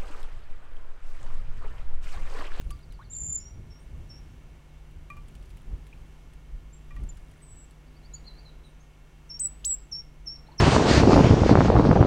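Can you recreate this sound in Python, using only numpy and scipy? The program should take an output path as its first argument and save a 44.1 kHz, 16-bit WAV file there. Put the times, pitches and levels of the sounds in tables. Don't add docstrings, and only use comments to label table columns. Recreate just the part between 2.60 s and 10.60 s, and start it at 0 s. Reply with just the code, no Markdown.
import sys
import numpy as np
from scipy import signal
from scipy.fft import rfft, irfft, next_fast_len
from scipy.io import wavfile
from scipy.ndimage import uniform_filter1d, map_coordinates

SR = 44100
rng = np.random.default_rng(int(sys.argv[2]) if len(sys.argv) > 2 else 0)


def store_pcm(level_fs):
    pcm = np.round(np.clip(level_fs, -1, 1) * 32767).astype(np.int16)
    wavfile.write(sys.argv[1], SR, np.atleast_2d(pcm).T)


N = 352800


def amp(db):
    return 10 ** (np.asarray(db) / 20)


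def clock(length_s):
    return np.arange(max(int(length_s * SR), 8)) / SR


def add(track, start_s, sound):
    start = int(np.clip(round(start_s * SR), 0, N))
    track[start:start + len(sound)] += sound[:N - start]


def wobble(rate, size=N):
    knots = rng.standard_normal(int(N * rate / SR) + 4)
    return map_coordinates(knots, [np.arange(size) * rate / SR])


def colour(sound, spectrum):
    size = next_fast_len(N + 8192)
    hz, db = np.transpose(spectrum)
    gain = amp(np.interp(np.log(np.fft.rfftfreq(size, 1 / SR) + 1), np.log(hz), db))
    return irfft(rfft(sound, size) * gain, size)[:N]


def noise(spectrum):
    shaped = colour(rng.standard_normal(N), spectrum)
    return shaped / np.sqrt(np.mean(shaped ** 2) + 1e-20)


def phase_of(hz):
    return 2 * np.pi * np.cumsum(hz) / SR


def edges(t, fade_s):
    return np.sin(np.pi / 2 * np.clip(np.minimum(t, t[-1] - t) / fade_s, 0, 1)) ** 2


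def bell_curve(peak_s, length_s):
    return np.exp(-(2 * (np.arange(N) / SR - peak_s) / length_s) ** 2)


def woodland(sound, near_db, near_t60, far_db, far_t60):
    t = np.arange(SR // 2) / SR
    branches = rng.standard_normal(len(t)) * (rng.random(len(t)) < .02)
    branches = branches * amp(-60 * t / near_t60) * (t > .002)
    trees = rng.standard_normal(len(t)) * amp(-60 * t / far_t60) * (1 - np.exp(-t / .012))
    echo = amp(near_db) * branches / np.linalg.norm(branches)
    echo += amp(far_db) * trees / np.linalg.norm(trees)
    echo[0] = 1
    return signal.fftconvolve(sound, echo)


def hiss_and_hum(hiss_db=-60.2):
    # pitch_hz, level_db
    partials = [(49.8, -52), (150.2, -58.5), (250, -73), (350, -76.5), (1416, -80), (1739, -82),
                (1846, -84.5), (2175, -77), (2283, -82), (2719, -80.5), (3079, -85.5), (5927, -84.5)]
    # frequency_hz, gain_db
    air_spectrum = [(59, -35), (100, -20.5), (156, -6.5), (181, -13.5), (233, -12.5), (388, -15),
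                    (479, -18.5), (985, -21), (1500, -25.5), (2250, -27), (2500, -27.5), (2780, -26),
                    (4250, -34.5), (7060, -36), (15800, -46.5)]
    t, hum = np.arange(N) / SR, np.zeros(N)
    for hz, db in partials:
        hum += np.sqrt(2) * amp(db + wobble(3)) * np.sin(2 * np.pi * hz * t + .3 * wobble(1.996))
    return hum + amp(hiss_db + .54 * wobble(2)) * noise(air_spectrum)


def buffeting(rumble_waver_db=1.5, flutter_waver_db=1.6, waver_per_s=11):
    # time_s, rumble_db, flutter_db
    breeze = [(0, -47.5, -54), (1.75, -47, -51), (2.15, -50, -61), (2.75, -45.5, -50), (3.35, -48.5, -56),
              (4.7, -50, -55), (5.25, -54, -62), (5.6, -48, -60), (6.5, -53.5, -64), (7.3, -49, -58),
              (8, -51, -60)]
    # peak_s, length_s, rumble_db, flutter_db
    puffs = [(0.088, 0.1, -33, -43), (.31, 0.038, -40, -48), (0.687, .13, -47, -45), (0.988, .06, -47, -42),
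             (1.39, .14, -40, -43.5), (2.41, .04, -39, -56), (2.602, .05, -40, -51),
             (3.124, 0.092, -33.5, -41), (3.952, 0.074, -36.5, -54), (4.421, .055, -38, -37),
             (4.44, .18, -36.5, -51), (4.93, 0.037, -42, -52)]
    # frequency_hz, gain_db
    rumble_spectrum = [(8, -10), (20, -3.5), (38, 0), (55, -4), (80, -22), (160, -55), (400, -100)]
    # frequency_hz, gain_db
    flutter_spectrum = [(35, -31.5), (65, 3.5), (100, -3.5), (150, -8), (250, -18.5), (500, -28.5),
                        (1500, -51), (4000, -100)]
    t = np.arange(N) / SR
    time_s, rumble_db, flutter_db = np.transpose(breeze)
    rumble_power = amp(np.interp(t, time_s, rumble_db) + rumble_waver_db * wobble(waver_per_s)) ** 2
    flutter_power = amp(np.interp(t, time_s, flutter_db) + flutter_waver_db * wobble(waver_per_s)) ** 2
    for peak_s, length_s, puff_rumble_db, puff_flutter_db in puffs:
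        puff = bell_curve(peak_s, length_s)
        rumble_power += amp(puff_rumble_db) ** 2 * puff
        flutter_power += amp(puff_flutter_db) ** 2 * puff
    rumble = np.sqrt(rumble_power) * noise(rumble_spectrum)
    flutter = np.sqrt(flutter_power) * noise(flutter_spectrum)
    return rumble + flutter


def droplets(starts_s, levels_db, centre_hz=6800, cycles=1.96):
    # frequency_hz, gain_db
    spray_spectrum = [(500, -20), (1500, 0), (3000, -1), (6000, -7), (10000, 2.5), (13000, -6), (16000, -5)]
    out, t = np.zeros(N), clock(.012)
    for start_s, db, (pitch, size) in zip(starts_s, levels_db, rng.standard_normal((len(starts_s), 2))):
        hz = np.clip(centre_hz * np.exp(.55 * pitch), 1400, 15500)
        ping = np.exp(-t * hz / cycles) * np.sin(2 * np.pi * hz * t)
        add(out, start_s, amp(db + 4.5 * np.tanh(size)) * ping)
    return colour(out, spray_spectrum)


def splashing(spatter_gain_db=5, spread_s=.006, drops_per_flick=36, patter_db=-60.5, plip_db=-63):
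    # start_s, base_level_db
    flicks = [(.01, -55), (.105, -46), (.322, -54.5), (2.309, -63), (2.683, -57), (2.751, -55),
              (2.825, -61), (2.855, -61), (2.903, -58), (2.971, -57.5), (3.267, -57.5), (3.734, -60),
              (4.436, -59), (4.571, -56), (4.712, -59), (5.109, -60)]
    # start_s, end_s
    shakes = [(0, .2), (2.5, 3.05), (4.35, 4.85)]
    flick_s, flick_db = np.transpose(flicks)
    lag = rng.exponential(1, (len(flicks), drops_per_flick))
    landing_s = flick_s[:, None] + spread_s * lag
    landing_db = flick_db[:, None] + spatter_gain_db - 3 * lag
    spatters = droplets(landing_s.ravel(), landing_db.ravel())
    patter_s = np.concatenate([rng.uniform(start, end, size=240) for start, end in shakes])
    patter = droplets(patter_s, patter_db + 3 * rng.standard_normal(len(patter_s)))
    plip_s = np.concatenate([rng.uniform(start, end, size=30) for start, end in shakes])
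    plips = droplets(plip_s, plip_db + 3 * rng.standard_normal(len(plip_s)), centre_hz=2600, cycles=6)
    return spatters + patter + plips


def bubbles(jitter_hz=70, fade_db=14):
    # start_s, length_s, first_hz, last_hz, level_db
    pockets = [(.007, 0.021, 2890, 2300, -59), (.39, .045, 961, 1940, -47.5),
               (3.327, .011, 2410, 2820, -45.5), (7.885, .016, 858, 930, -47.5),
               (7.915, 0.042, 948, 1080, -55)]
    out = np.zeros(N)
    for start_s, length_s, first_hz, last_hz, db in pockets:
        t = clock(length_s)
        glide_hz = first_hz + (last_hz - first_hz) * (t / length_s) ** 1.6
        tone = np.sin(phase_of(glide_hz + jitter_hz * wobble(500, size=len(t))))
        ring = np.sqrt(2) * amp(db - fade_db * t / length_s) * edges(t, .003) * tone
        add(out, start_s, woodland(ring, near_db=-12, near_t60=.1, far_db=-17, far_t60=.3))
    return out


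def whistle(t, hz, db, quaver_hz, quaver_per_s, jitter_hz, base_octave_db):
    glide_hz = uniform_filter1d(hz, size=130)
    quaver = np.sin(phase_of(quaver_per_s * (1 + .25 * wobble(90, size=len(t)))))
    phase = phase_of(glide_hz + quaver_hz * quaver + jitter_hz * wobble(300, size=len(t)))
    pressure = amp(db + 1.4 * wobble(130.6, size=len(t))) * edges(t, .0033)
    steepness = np.clip(np.abs(np.gradient(glide_hz)) * SR / 400000, 0, 1)
    octave = amp(base_octave_db + .35 * (db + 29.5) + 20 * steepness)
    return np.sqrt(2) * pressure * (np.sin(phase) + octave * np.sin(2 * phase))


def note(shape, length_s, hz, db, quaver_hz, rasp_hz=90, rasp_decay_s=.014):
    contours = { "tew": [(0, 1.16, -26), (.07, 1.05, -13), (.15, 1.0, -1), (.26, .994, 0),
                (.42, 1.01, -6.5), (.65, 1.022, -5.5), (.88, 1.028, -8.5), (1, 1.02, -9)],
                "tsee": [(0, 0.3, -15.5), (.04, .42, -12), (.068, .72, -7), (.105, .94, -2.5),
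                (.16, 1.02, -1), (.4, 1.0, -1.5), (.65, .992, 1), (.85, .976, -1), (1, .964, -1)],
                "tsii": [(0, 0.38, -26), (.04, 0.69, -13.5), (.09, .95, -3), (.16, 1.027, 0),
                (.3, 1.004, 0), (.45, .997, -2.5), (.7, .986, 3), (.9, .978, 1), (1, .974, -4)],
                "sip": [(0, 1.012, -15), (.25, 1.005, -2.5), (.6, 1.0, -2.5), (1, 1, -4.5)],
                "rise": [(0, .87, -12), (.4, .9, -5), (.62, .97, -0.5), (.82, 1.0, 2), (1, 1.005, 6)],
                "fall": [(0, 1.1, -7), (.25, 1.04, -1.5), (.6, .975, -3), (1, .88, -9)],
                "slur": [(0, 1.04, -5), (.25, 1.02, 0.5), (.6, .985, -3), (1, .955, -12)],
                "lisp": [(0, .98, -11), (.25, .99, 2.5), (.6, 1.02, -10), (1, 1, -5)],
                "seee": [(0, 1.04, -5), (.08, 1.042, 2), (.25, 1.012, -6), (.5, 1.0, 1), (.8, .985, -1.5),
                (.94, .975, 2), (1, .94, -16)], }
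    t = clock(length_s)
    share, ratio, gain_db = np.transpose(contours[shape])
    pitch_hz = hz * np.interp(t / length_s, share, ratio)
    level_db = db + np.interp(t / length_s, share, gain_db)
    rasp = rasp_hz * np.exp(-t / rasp_decay_s)
    return whistle(t, pitch_hz, level_db, quaver_hz + rasp, quaver_per_s=235,
                   jitter_hz=18 + rasp, base_octave_db=-32.5)


def far_twitter():
    # shape, first_s, last_s, count, length_s, first_hz, last_hz, first_db, last_db
    runs = [ ("fall", .195, .522, 4, 0.0228, 4150, 3720, -69, -62),
            ("rise", .09, .09, 1, .045, 4750, 4750, -62, -62),
            ("fall", .226, .548, 4, .027, 4650, 4380, -66, -63),
            ("rise", 5.25, 5.425, 3, .042, 4650, 4620, -77, -63.5),
            ("rise", 5.525, 5.752, 3, .047, 4600, 4600, -58, -60.5),
            ("slur", 5.662, 6.036, 3, .06, 4140, 3880, -51, -63),
            ("rise", 7.1, 7.86, 2, 0.0226, 4750, 4300, -64, -66),
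            ("fall", 7.75, 7.914, 2, .024, 4350, 4250, -66, -63.5), ]
    out = np.zeros(N)
    for shape, first_s, last_s, count, length_s, first_hz, last_hz, first_db, last_db in runs:
        steps = np.linspace((first_s, first_hz, first_db), (last_s, last_hz, last_db), count)
        for start_s, hz, db in steps:
            chirp = note(shape, length_s, hz, db, quaver_hz=35)
            add(out, start_s, woodland(chirp, near_db=-8, near_t60=.11, far_db=-10, far_t60=.43))
    return out


def dish_taps(tick_t60=.03, ring_attack_s=.0014):
    # start_s, low_mode_db, middle_mode_db, top_mode_db, tick_db
    blows = [(.107, -43.5, -62, -66, -50), (2.501, -38.5, -48, -38, -46), (2.568, -48, -62, -51, -47.5),
             (4.307, -51, -48, -51, -56), (4.364, -50.5, -46, -58, -46.5)]
    # pitch_hz, t60_s
    modes = [(1165, .15), (1906, .06), (2404, 0.11)]
    out, t = np.zeros(N), clock(.25)
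    for start_s, *mode_db, tick_db in blows:
        ring = sum(amp(db - 60 * t / t60) * np.sin(2 * np.pi * hz * t)
                   for db, (hz, t60) in zip(mode_db, modes))
        dull_noise = signal.lfilter([.3], [1, -.7], rng.standard_normal(len(t)))
        tick = amp(tick_db - 60 * t / tick_t60) * dull_noise
        add(out, start_s, ring * (1 - np.exp(-t / ring_attack_s)) + tick)
    return out


def trill(start_s=.498, length_s=.296, hz=7160, db=-41.6):
    sag_hz_per_s, droop_hz, swell_db_per_s = 200, 240, 24
    attack_s, release_s, edge_db = .045, .02, 10.5
    warble_hz, warble_db, narrowing_s = 310, 1.8, .14
    split_hz, second_side_db, join_s = 130, -6, .16
    t, out = clock(length_s), np.zeros(N)
    warble_per_s = np.interp(t, [0, .125], [14, 33.5])
    warble = -np.cos(phase_of(warble_per_s)) * (1 + .3 * wobble(33.5, size=len(t)))
    starting = np.clip(1 - t / attack_s, 0, 1)
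    ending = np.clip(1 - (t[-1] - t) / release_s, 0, 1)
    pitch_hz = hz - sag_hz_per_s * t - droop_hz * ending
    pitch_hz += warble_hz * np.exp(-t / narrowing_s) * warble
    level_db = db + swell_db_per_s * t + warble_db * warble - edge_db * (starting + ending)
    voice = dict(quaver_hz=35, quaver_per_s=190, jitter_hz=40, base_octave_db=-34.5)
    first_side = whistle(t, pitch_hz + split_hz / 2, level_db, **voice)
    second_side = whistle(t, pitch_hz - split_hz / 2, level_db, **voice)
    tone = first_side + amp(second_side_db) * np.minimum(t / join_s, 1) * second_side
    add(out, start_s, woodland(tone, near_db=-5.5, near_t60=.08, far_db=-16, far_t60=.3))
    return out


def tit_calls():
    # shape, start_s, length_s, pitch_hz, level_db, quaver_depth_hz, extra_echo_db
    calls = [ ("sip", .735, .08, 5100, -67, 10, 7), ("tew", .795, .11, 5600, -51, 10.2, 9),
             ("tew", 1.092, 0.11, 5480, -61, 20, 7), ("lisp", 1.19, 0.058, 8650, -70, 30, 7),
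             ("tew", 1.486, .11, 5420, -52, 20, 6), ("lisp", 1.55, .05, 5580, -57.5, 60, 6),
             ("lisp", 4.125, 0.054, 7430, -59, 60, 7), ("sip", 4.488, 0.019, 7080, -44.5, 0, -1),
             ("seee", 4.815, .24, 7870, -58.5, 150, 7), ("sip", 5.535, 0.022, 6830, -37.5, 0, -1),
             ("lisp", 6.04, .07, 8800, -73, 130, 7), ("lisp", 6.195, .06, 6400, -69, 150, 7),
             ("tew", 6.691, 0.084, 5394, -38, 5, 2), ("tsii", 6.79, .089, 8010, -29.7, 14, 0),
             ("tsee", 7.042, .11, 7815, -27.5, 14, -1.5), ("rise", 7.088, .028, 3400, -61, 140, 7),
             ("sip", 7.135, .1, 5110, -71, 5, 1), ("tew", 7.312, 0.1, 5392, -32.5, 5, 1),
             ("tew", 7.657, .107, 5385, -36, 5, 5), ("tew", 7.978, .1, 5320, -30.5, 5, 2), ]
    out = np.zeros(N)
    for shape, start_s, length_s, hz, db, quaver_hz, echo_db in calls:
        call = note(shape, length_s, hz, db, quaver_hz)
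        add(out, start_s, woodland(call, near_db=-11 + echo_db, near_t60=.075,
                                   far_db=-19 + echo_db, far_t60=.28 + .015 * echo_db))
    return out


def far_swells():
    # peak_s, length_s, level_db
    swells = [(5.8, .55, -63), (7.92, .45, -61.5)]
    # frequency_hz, gain_db
    swell_spectrum = [(100, -20), (200, 0), (500, -6), (1000, -11), (2500, -19), (6000, -40)]
    power = sum(amp(db) ** 2 * bell_curve(peak_s, length_s) for peak_s, length_s, db in swells)
    return np.sqrt(power) * noise(swell_spectrum)


def scene():
    birds = tit_calls() + trill() + far_twitter()
    bath = dish_taps() + bubbles() + splashing()
    return (birds + bath + buffeting() + far_swells() + hiss_and_hum())[None]


def record(dry):
    cutoff_hz = 15850
    size = next_fast_len(N + 8192)
    passband = np.fft.rfftfreq(size, 1 / SR) < cutoff_hz
    return irfft(rfft(dry, size) * passband, size)[:, :N]


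dry = scene()
out = record(dry)
store_pcm(out)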